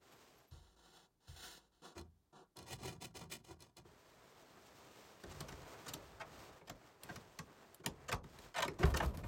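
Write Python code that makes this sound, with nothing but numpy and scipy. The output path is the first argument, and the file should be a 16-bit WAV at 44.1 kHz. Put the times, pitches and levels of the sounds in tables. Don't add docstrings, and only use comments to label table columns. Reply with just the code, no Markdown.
import sys
import numpy as np
from scipy import signal
from scipy.fft import rfft, irfft, next_fast_len
from scipy.io import wavfile
from scipy.ndimage import uniform_filter1d

SR = 44100
rng = np.random.default_rng(int(sys.argv[2]) if len(sys.argv) > 2 else 0)


def output_pcm(signal):
    pcm = np.clip(np.atleast_2d(signal).T, -1, 1) * 32767
    wavfile.write(sys.argv[1], SR, np.round(pcm).astype(np.int16))


N = 408807
TIME_S = np.arange(N) / SR
RING_S = TIME_S[:SR // 2]
IMPULSE_GAIN = np.sqrt(SR / 50)


def undb(db):
    return 10 ** (np.asarray(db) / 20)


def unit_rms(x):
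    return x / np.sqrt(np.mean(x ** 2) + 1e-30)


def unit_energy(x):
    return x / np.sqrt(np.sum(x ** 2) + 1e-30)


def band(x, lo_hz, hi_hz):
    sos = signal.butter(3, [lo_hz, min(hi_hz, SR / 2 - 1)], "band", fs=SR, output="sos")
    return signal.sosfilt(sos, x)


def colour(x, spectrum):
    hz, db = np.transpose(spectrum)
    size = next_fast_len(len(x))
    bins_hz = np.maximum(np.arange(size // 2 + 1) * SR / size, 1)
    gain = undb(np.interp(np.log(bins_hz), np.log(hz), db))
    return irfft(rfft(x, size) * gain, size)[:len(x)]


def envelope(table, column):
    times_s, *levels_db = np.transpose(table)
    gain = undb(np.interp(TIME_S, times_s, levels_db[column])) * (TIME_S >= times_s[0])
    return uniform_filter1d(gain, SR // 300)


def strokes(table, swell_db, attack_s, release_s, treble=False):
    out = np.zeros(N)
    for start_s, rise_s, length_s, level_db, *offset_db in table:
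        if treble:
            level_db += offset_db[0]
        t = TIME_S[TIME_S < length_s + 8 * release_s]
        speed_db = np.interp(t, [0, min(rise_s, length_s), length_s], [-swell_db, 0, -swell_db])
        contact = np.minimum(t / attack_s, 1) * np.exp(-np.maximum(t - length_s, 0) / release_s)
        add(out, start_s, contact * undb(level_db + speed_db))
    return out


def wander(rate_hz):
    hold = max(int(SR / rate_hz), 1)
    steps = np.repeat(rng.standard_normal(N // hold + 1), hold)
    return unit_rms(uniform_filter1d(steps, hold)[:N])


def grains(rate_hz, spread_db):
    size = undb(spread_db * np.minimum(rng.exponential(size=N), 5))
    fires = rng.random(N) < rate_hz / SR
    return unit_rms(fires * size * rng.choice([-1, 1], N))


def modes(table):
    response = np.zeros(len(RING_S))
    for k, (hz, width_hz, db) in enumerate(table):
        decay = np.sqrt(width_hz) * np.exp(-np.pi * width_hz * RING_S)
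        response += (-1) ** k * undb(db) * decay * np.sin(2 * np.pi * hz * RING_S)
    return unit_energy(response)


def tail(lo_hz, hi_hz, t60_s):
    noise = rng.standard_normal(len(RING_S)) * undb(-60 * RING_S / t60_s)
    return unit_energy(band(noise, lo_hz, hi_hz))


def ring(force, response):
    return signal.oaconvolve(force, response)[:len(force)]


def add(out, start_s, sound):
    i = int(start_s * SR)
    out[i:i + len(sound)] += sound[:N - i]


def taps(table):
    out = np.zeros(N)
    for time_s, db in table:
        out[int(time_s * SR)] += undb(db) * IMPULSE_GAIN
    return out


# (time [s], level [dB])
DOOR_JOLTS = [(8.839, -30), (8.9105, -35), (9.054, -37)]
# (frequency [Hz], width [Hz], gain [dB])
CABIN_AIR_MODES = [(42, 12, -6), (55, 13, -25), (67, 10.7, 21)]
# (time [s], rumble [dB], rollers [dB])
ROLL_LEVELS = [(8.79, -58, -62), (8.83, -43.5, -54), (8.98, -51.5, -53.5), (9.166, -52.5, -60),
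               (9.27, -50.5, -59)]
# (frequency [Hz], gain [dB])
ROLL_SPECTRUM = [(18, -35), (30, 2.5), (138, -0.5), (355, -15), (526, -11), (889, -21), (962, -17),
                 (1670, -29.5), (6720, -41.5), (8300, -41), (10200, -46), (12600, -40), (16000, -47)]
def sliding_door():
    seal = np.hanning(int(0.0074 * SR))
    push = ring(taps(DOOR_JOLTS), seal / seal.sum())
    boom = ring(push, modes(CABIN_AIR_MODES)) * undb(5.5)
    track = colour(grains(rate_hz=3200, spread_db=0), ROLL_SPECTRUM)
    rumble = unit_rms(band(track, 35, 360)) * envelope(ROLL_LEVELS, column=0) * undb(5)
    rollers = unit_rms(band(track, 630, 16000)) * envelope(ROLL_LEVELS, column=1)
    return boom + rumble + rollers * undb(2 + 4 * wander(50))


# (time [s], length [s], level [dB], hardness [dB], panel push [dB])
LATCH_CONTACTS = [(5.234, 0.0081, -56, -6.5, 5), (5.309, 0.018, -62.5, 1.5, 3.5),
                  (5.404, .005, -52, 0.5, 3.5), (5.483, 0.011, -56.5, -0.5, -1.5),
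                  (5.519, .01, -58.5, -5.5, 3), (5.86, 0.013, -53.5, -5, -2), (5.878, .019, -57.5, 8, 1),
                  (5.935, 0.0056, -55, 7.5, 4.5), (6.196, 0.027, -45, -15, -17),
                  (6.61, .006, -62, -27, 2.5), (6.672, 0.013, -60, -3, 0.5),
                  (6.695, 0.0053, -51, -3.5, 0.5), (7.033, 0.0023, -68.5, 11, 8),
                  (7.088, 0.013, -48, -19, -1), (7.157, 0.0075, -55, -1.5, 4),
                  (7.387, 0.0069, -50, -2.5, 2), (7.745, 0.0014, -90.5, 22, -12),
                  (7.794, 0.012, -69.5, -9, 12.5), (7.835, 0.016, -57.5, -11, 6),
                  (7.8597, 0.0027, -43, 1, 1.5), (8.081, 0.019, -44, -7, -7),
                  (8.115, 0.0042, -43, -10, -19), (8.123, 0.0058, -38.5, -6.5, 0),
                  (8.143, 0.0028, -57, -3, 3), (8.238, 0.005, -62, -9, 9), (8.386, 0.0057, -66, 2.5, 5.5),
                  (8.541, 0.013, -47.5, -13, -20), (8.557, 0.021, -41, -10.5, -16),
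                  (8.578, 0.015, -37.5, -10, -20), (8.602, 0.0052, -43.5, -8, -5),
                  (8.62, .011, -34.5, -7, -25), (8.647, 0.0067, -47, -7, 1),
                  (8.678, 0.00445, -47, -6.5, 4.5), (8.782, 0.047, -48, -9, 9.5),
                  (8.827, 0.0122, -35.5, -16.5, 6.5), (8.853, 0.0053, -48, -7, -11),
                  (8.938, 0.0099, -39.5, -11.5, -0.5), (8.959, 0.014, -48, 0, -5),
                  (8.97, 0.00495, -45.5, 1.5, -5), (9.001, 0.00515, -35.5, -24, -11),
                  (9.017, 0.022, -43, -16, 0.5), (9.059, 0.0032, -64, 4, 10.5),
                  (9.172, 0.0019, -64.5, 2.5, 1), (9.233, 0.0097, -54, -17, -5)]
# (frequency [Hz], width [Hz], gain [dB])
LATCH_BODY_MODES = [(663, 50, 2), (730, 60, 4), (911, 32, 0), (1088, 35, -2), (1193, 45, 0), (1292, 45, -3),
                    (1453, 30, -1), (1558, 38, 0), (1814, 55, 1), (1898, 30, -3), (2137, 35, -8),
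                    (2229, 32, -10), (2390, 55, -8)]
LATCH_LEVER_MODES = [(2810, 76, 0), (3120, 90, 0), (3750, 90, 1), (4060, 110, -2), (4693, 60, -3),
                     (5200, 110, 0), (6000, 120, -1), (7460, 70, -2), (8550, 110, -5)]
TRIM_PANEL_MODES = [(87, 10, -6), (122, 14, -3), (150, 16, 2), (176, 16, 2), (240, 12, -6), (335, 22, -5),
                    (399, 18, -3)]
def latch():
    trim, steel, lever = modes(TRIM_PANEL_MODES), modes(LATCH_BODY_MODES), modes(LATCH_LEVER_MODES)
    out = np.zeros(N)
    for time_s, length_s, level_db, hardness_db, push_db in LATCH_CONTACTS:
        n = int(length_s * SR)
        chatter = rng.standard_normal(len(RING_S)) ** 3
        chatter[:n] *= signal.windows.tukey(n, 0.3)
        chatter[n:] = 0
        panel = trim + tail(43, 516, t60_s=0.33)
        clack = steel + undb(-3.5) * tail(590, 2780, t60_s=0.06) + undb(-2) * tail(487, 1350, t60_s=0.16)
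        click = undb(-4) * lever + tail(2580, 8050, t60_s=0.015)
        click += undb(-4.5) * tail(2100, 7200, t60_s=0.12)
        tick = tail(8400, 16000, t60_s=0.011) + undb(-7) * tail(8000, 14000, t60_s=0.07)
        tick_db = -7.5 + 1.39 * hardness_db - 3 * np.log2(length_s / 0.005)
        for body, part_db in ((panel, push_db), (clack, 0), (click, hardness_db), (tick, tick_db)):
            add(out, time_s, unit_energy(ring(chatter, body)) * IMPULSE_GAIN * undb(level_db + part_db))
    return out


# (frequency [Hz], width [Hz], gain [dB])
PANE_MODES = [(345, 20, 6), (378, 18, 6), (467, 22, -3), (695, 45, -3), (786, 30, -5), (907, 25, -5),
              (987, 28, 0), (1076, 28, -5), (1197, 25, -7), (1353, 28, -5), (1481, 25, -9), (1590, 40, -12),
              (1750, 45, -10), (1900, 45, -13), (2120, 50, -13), (2340, 60, -12), (2470, 90, -9),
              (2765, 40, -14), (3050, 40, -13), (3410, 40, -5), (3480, 40, -7), (3800, 70, -12),
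              (4000, 35, -9), (4185, 40, -2), (4470, 60, -11), (5020, 60, -8), (5320, 40, -14),
              (5520, 60, -14), (5940, 45, -12), (6230, 120, -12), (7190, 90, -17), (7750, 130, -17),
              (8090, 40, -17), (8700, 70, -17)]
FLEX_MODES = [(40.4, 4.7, -2), (54.5, 1.6, 0), (81.6, 5.2, 8), (125, 10, 2), (147.4, 6, -3)]
# (time [s], level [dB])
HAND_PATS = [(0.513, -40), (0.566, -48), (1.284, -39)]
# (time [s], level [dB])
LIGHT_KNOCKS = [(1.962, -55), (1.976, -62), (1.997, -58), (2.012, -60), (2.846, -51.5), (3.505, -54.5),
                (3.85, -64.5)]
def pats_and_knocks():
    pats = ring(taps(HAND_PATS), modes(FLEX_MODES)) * undb(-10)
    pane = undb(-0.5) * modes(FLEX_MODES[2:])
    pane += undb(0.5) * modes(PANE_MODES[:3]) + undb(-7) * modes(PANE_MODES[3:11])
    return pats + ring(taps(LIGHT_KNOCKS), pane)


def frost_rub(force, speed, pressure, spectrum, hiss_db, body_db, crisp_db, ring_db):
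    direct = unit_rms(colour(force, spectrum))
    glass = undb(ring_db) * unit_rms(ring(force, modes(PANE_MODES)))
    dense_ring = unit_rms(colour(ring(force, tail(1500, 17000, t60_s=0.025)), spectrum))
    treble = direct + glass + undb(-6) * dense_ring
    lightness = speed / (speed + pressure + 1e-12)
    body = unit_rms(band(direct + glass, 200, 1800)) * pressure
    hiss = unit_rms(band(treble, 1600, 9000)) * speed
    crisp = unit_rms(band(treble, 9000, 16500)) * speed * lightness
    return undb(body_db) * body + undb(hiss_db) * hiss + undb(crisp_db) * crisp


# (time [s], rise [s], length [s], level [dB], hiss offset [dB])
NAIL_STROKES = [(1.944, 0.05, 0.07, -53, -5.5), (2.555, 0.031, 0.084, -53, -4.5),
                (2.657, 0.079, 0.1, -51, 1.5), (2.775, 0.057, .066, -56.5, -3.5),
                (2.832, 0.025, 0.1, -48.5, -0.5), (3.001, 0.051, 0.062, -51.5, 3),
                (3.139, .03, 0.072, -54.5, 0.5), (3.202, 0.029, 0.048, -55, -4.5),
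                (3.293, 0.034, 0.067, -52.5, 5.5), (3.433, 0.013, 0.07, -64, 1),
                (3.477, 0.041, 0.056, -56.5, -3.5), (3.587, 0.035, 0.093, -62, -2),
                (3.76, 0.009, 0.04, -56.5, -2.5)]
# (frequency [Hz], gain [dB])
NAIL_SPECTRUM = [(88, -42), (150, -6), (275, 3.5), (361, -11), (545, 3), (979, -3.5), (1190, -5.5),
                 (2140, -18), (2500, -14), (2700, -10.5), (4320, -11), (6770, -16), (7920, -20.5),
                 (10500, -34.5), (16000, -32.5)]
# (time [s], level [dB])
NAIL_SNAGS = [(1.9948, -62), (2.013, -61), (2.5691, -52.5), (2.5885, -54), (2.6274, -60), (3.315, -55.5),
              (3.605, -59.5), (3.623, -56), (3.7686, -57.5), (3.7837, -65)]
def nail_scratch():
    speed = strokes(NAIL_STROKES, swell_db=10.5, attack_s=0.016, release_s=0.018, treble=True)
    pressure = strokes(NAIL_STROKES, swell_db=8, attack_s=0.016, release_s=0.029)
    slips = grains(rate_hz=3500, spread_db=2.8) * undb(2.8 * wander(230))
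    scrape = frost_rub(slips, speed, pressure, NAIL_SPECTRUM,
                       hiss_db=-0.5, body_db=-0.5, crisp_db=-0.5, ring_db=0)
    flex = undb(-8.5) * modes(FLEX_MODES[1:]) + undb(-5) * tail(87, 196, t60_s=0.3)
    snag = undb(-10) * tail(2400, 13600, t60_s=0.011)
    snag += undb(-9.5) * unit_energy(band(modes(PANE_MODES), 3900, 10000))
    return scrape + ring(slips * pressure, flex) + ring(taps(NAIL_SNAGS), snag)


# (time [s], rise [s], length [s], level [dB], hiss offset [dB])
PALM_STROKES = [(0.508, 0.0042, .24, -69.5, 0), (0.76, 0.21, 0.3, -67, 0.5), (1.2, 0.058, 0.15, -77, 1),
                (1.27, .015, 0.27, -71.5, 6), (1.36, 0.093, 0.22, -62.5, 8), (1.57, .01, 0.11, -76.5, 1.5),
                (1.715, 0.021, 0.17, -81, 1.5), (1.817, 0.041, 0.11, -57.5, -3.5),
                (2.325, 0.048, 0.11, -59, -10)]
# (frequency [Hz], gain [dB])
PALM_SPECTRUM = [(88, -14), (150, 15), (254, -1), (297, -3.5), (354, 2), (422, -47.5), (457, 6), (589, -1),
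                 (790, 2), (1360, -3), (2060, -15.5), (2600, -10), (3420, -10.5), (3700, -8),
                 (10000, -19.5), (16000, -19)]
def palm_rub():
    speed = strokes(PALM_STROKES, swell_db=10.5, attack_s=0.0047, release_s=0.012, treble=True)
    pressure = strokes(PALM_STROKES, swell_db=9.5, attack_s=0.0047, release_s=0.029)
    crystals = grains(rate_hz=10000, spread_db=-0.5) * undb(wander(90))
    return frost_rub(crystals, speed, pressure, PALM_SPECTRUM,
                     hiss_db=1, body_db=1.5, crisp_db=-6, ring_db=-6)


# (time [s], rise [s], length [s], level [dB], sheen offset [dB])
SLEEVE_STROKES = [(0.0, 0.14, .45, -65.5, -2), (3.835, 1.2, 1.58, -62.5, -3.5), (5.26, 0.51, 0.97, -57, -6),
                  (6.24, 0.19, 0.34, -58, -4.5), (6.64, 0.23, 0.44, -65.5, -5.5),
                  (7.0, 0.13, .43, -62, -3.5), (7.44, 0.17, 0.35, -63, -6.5), (7.86, 0.19, .3, -64, -9.5),
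                  (8.235, 0.22, .28, -61, -3), (8.55, .1, 0.29, -64.5, -10.5)]
# (frequency [Hz], gain [dB])
NYLON_SPECTRUM = [(35, -20), (60, 9.5), (79, 0.5), (176, -7), (308, -5.5), (398, -1.5), (540, -6.5),
                  (666, -3.5), (715, -6.5), (1200, -8), (1470, -10.5), (7400, -20.5), (8600, -23),
                  (9400, -29), (10800, -31.5), (13000, -27), (16000, -27.5)]
# (time [s], length [s], start rate [Hz], end rate [Hz], level [dB])
WEAVE_ZIPS = [(0.09, 0.12, 11900, 13900, -78), (0.3, 0.13, 13400, 11700, -77),
              (0.39, 0.06, 11800, 11000, -81), (0.45, 0.08, 12900, 11700, -82)]
def sleeve():
    shape = dict(swell_db=7, attack_s=0.03, release_s=0.041)
    cloth = colour(grains(rate_hz=16000, spread_db=3), NYLON_SPECTRUM)
    swish = unit_rms(band(cloth, 108, 2400)) * strokes(SLEEVE_STROKES, **shape)
    sheen = unit_rms(band(cloth, 2040, SR / 2)) * strokes(SLEEVE_STROKES, **shape, treble=True)
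    out = swish * undb(1.5 + 0.78 * wander(25)) + sheen * undb(-0.5 + 1.44 * wander(44))
    for time_s, length_s, start_hz, end_hz, db in WEAVE_ZIPS:
        n = int(length_s * SR)
        rib_hz = np.linspace(start_hz, end_hz, n) * (1 + 0.021 * wander(2500)[:n])
        tone = np.sin(2 * np.pi * np.cumsum(rib_hz) / SR)
        add(out, time_s, tone * np.hanning(n) * undb(db + 5 * wander(74)[:n]))
    return out


# (time [s], rise [s], length [s], level [dB])
DRAG_STROKES = [(5.24, 0.32, 0.4, -57.5), (5.8, .17, 0.75, -65.5), (7.05, 0.098, 0.28, -69),
                (7.88, 0.089, .62, -64.5), (8.58, .1, .25, -60)]
def trim_drag():
    hollow = modes(TRIM_PANEL_MODES) + tail(35, 170, t60_s=0.12)
    catches = grains(rate_hz=1700, spread_db=1)
    rumble = unit_rms(band(ring(catches, hollow), 30, 197))
    rattles = grains(rate_hz=35, spread_db=1)
    ticks = unit_rms(ring(rattles, modes(LATCH_BODY_MODES) + tail(1000, 7800, t60_s=0.032)))
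    contact = strokes(DRAG_STROKES, swell_db=1, attack_s=0.02, release_s=0.027)
    return (rumble + undb(-15.5) * ticks) * contact


# (frequency [Hz], gain [dB])
AIR_SPECTRUM = [(18, -29), (30, 1), (319, -11), (384, -9), (473, -17), (801, -18), (2480, -31), (3770, -28),
                (16000, -34)]
def cabin_air():
    hush = unit_rms(colour(rng.standard_normal(N), AIR_SPECTRUM))
    return hush * undb(-81 + 0.7 * wander(3))


def scene():
    window = palm_rub() + nail_scratch() + pats_and_knocks()
    return (window + sleeve() + trim_drag() + latch() + sliding_door() + cabin_air())[None]


def record(dry):
    low_cut_hz, high_cut_hz = 33, 16100
    thinned = signal.sosfilt(signal.butter(5, low_cut_hz, "high", fs=SR, output="sos"), dry)
    return signal.sosfilt(signal.ellip(10, 0.2, 70, high_cut_hz, fs=SR, output="sos"), thinned)


dry = scene()
out = record(dry)
output_pcm(out)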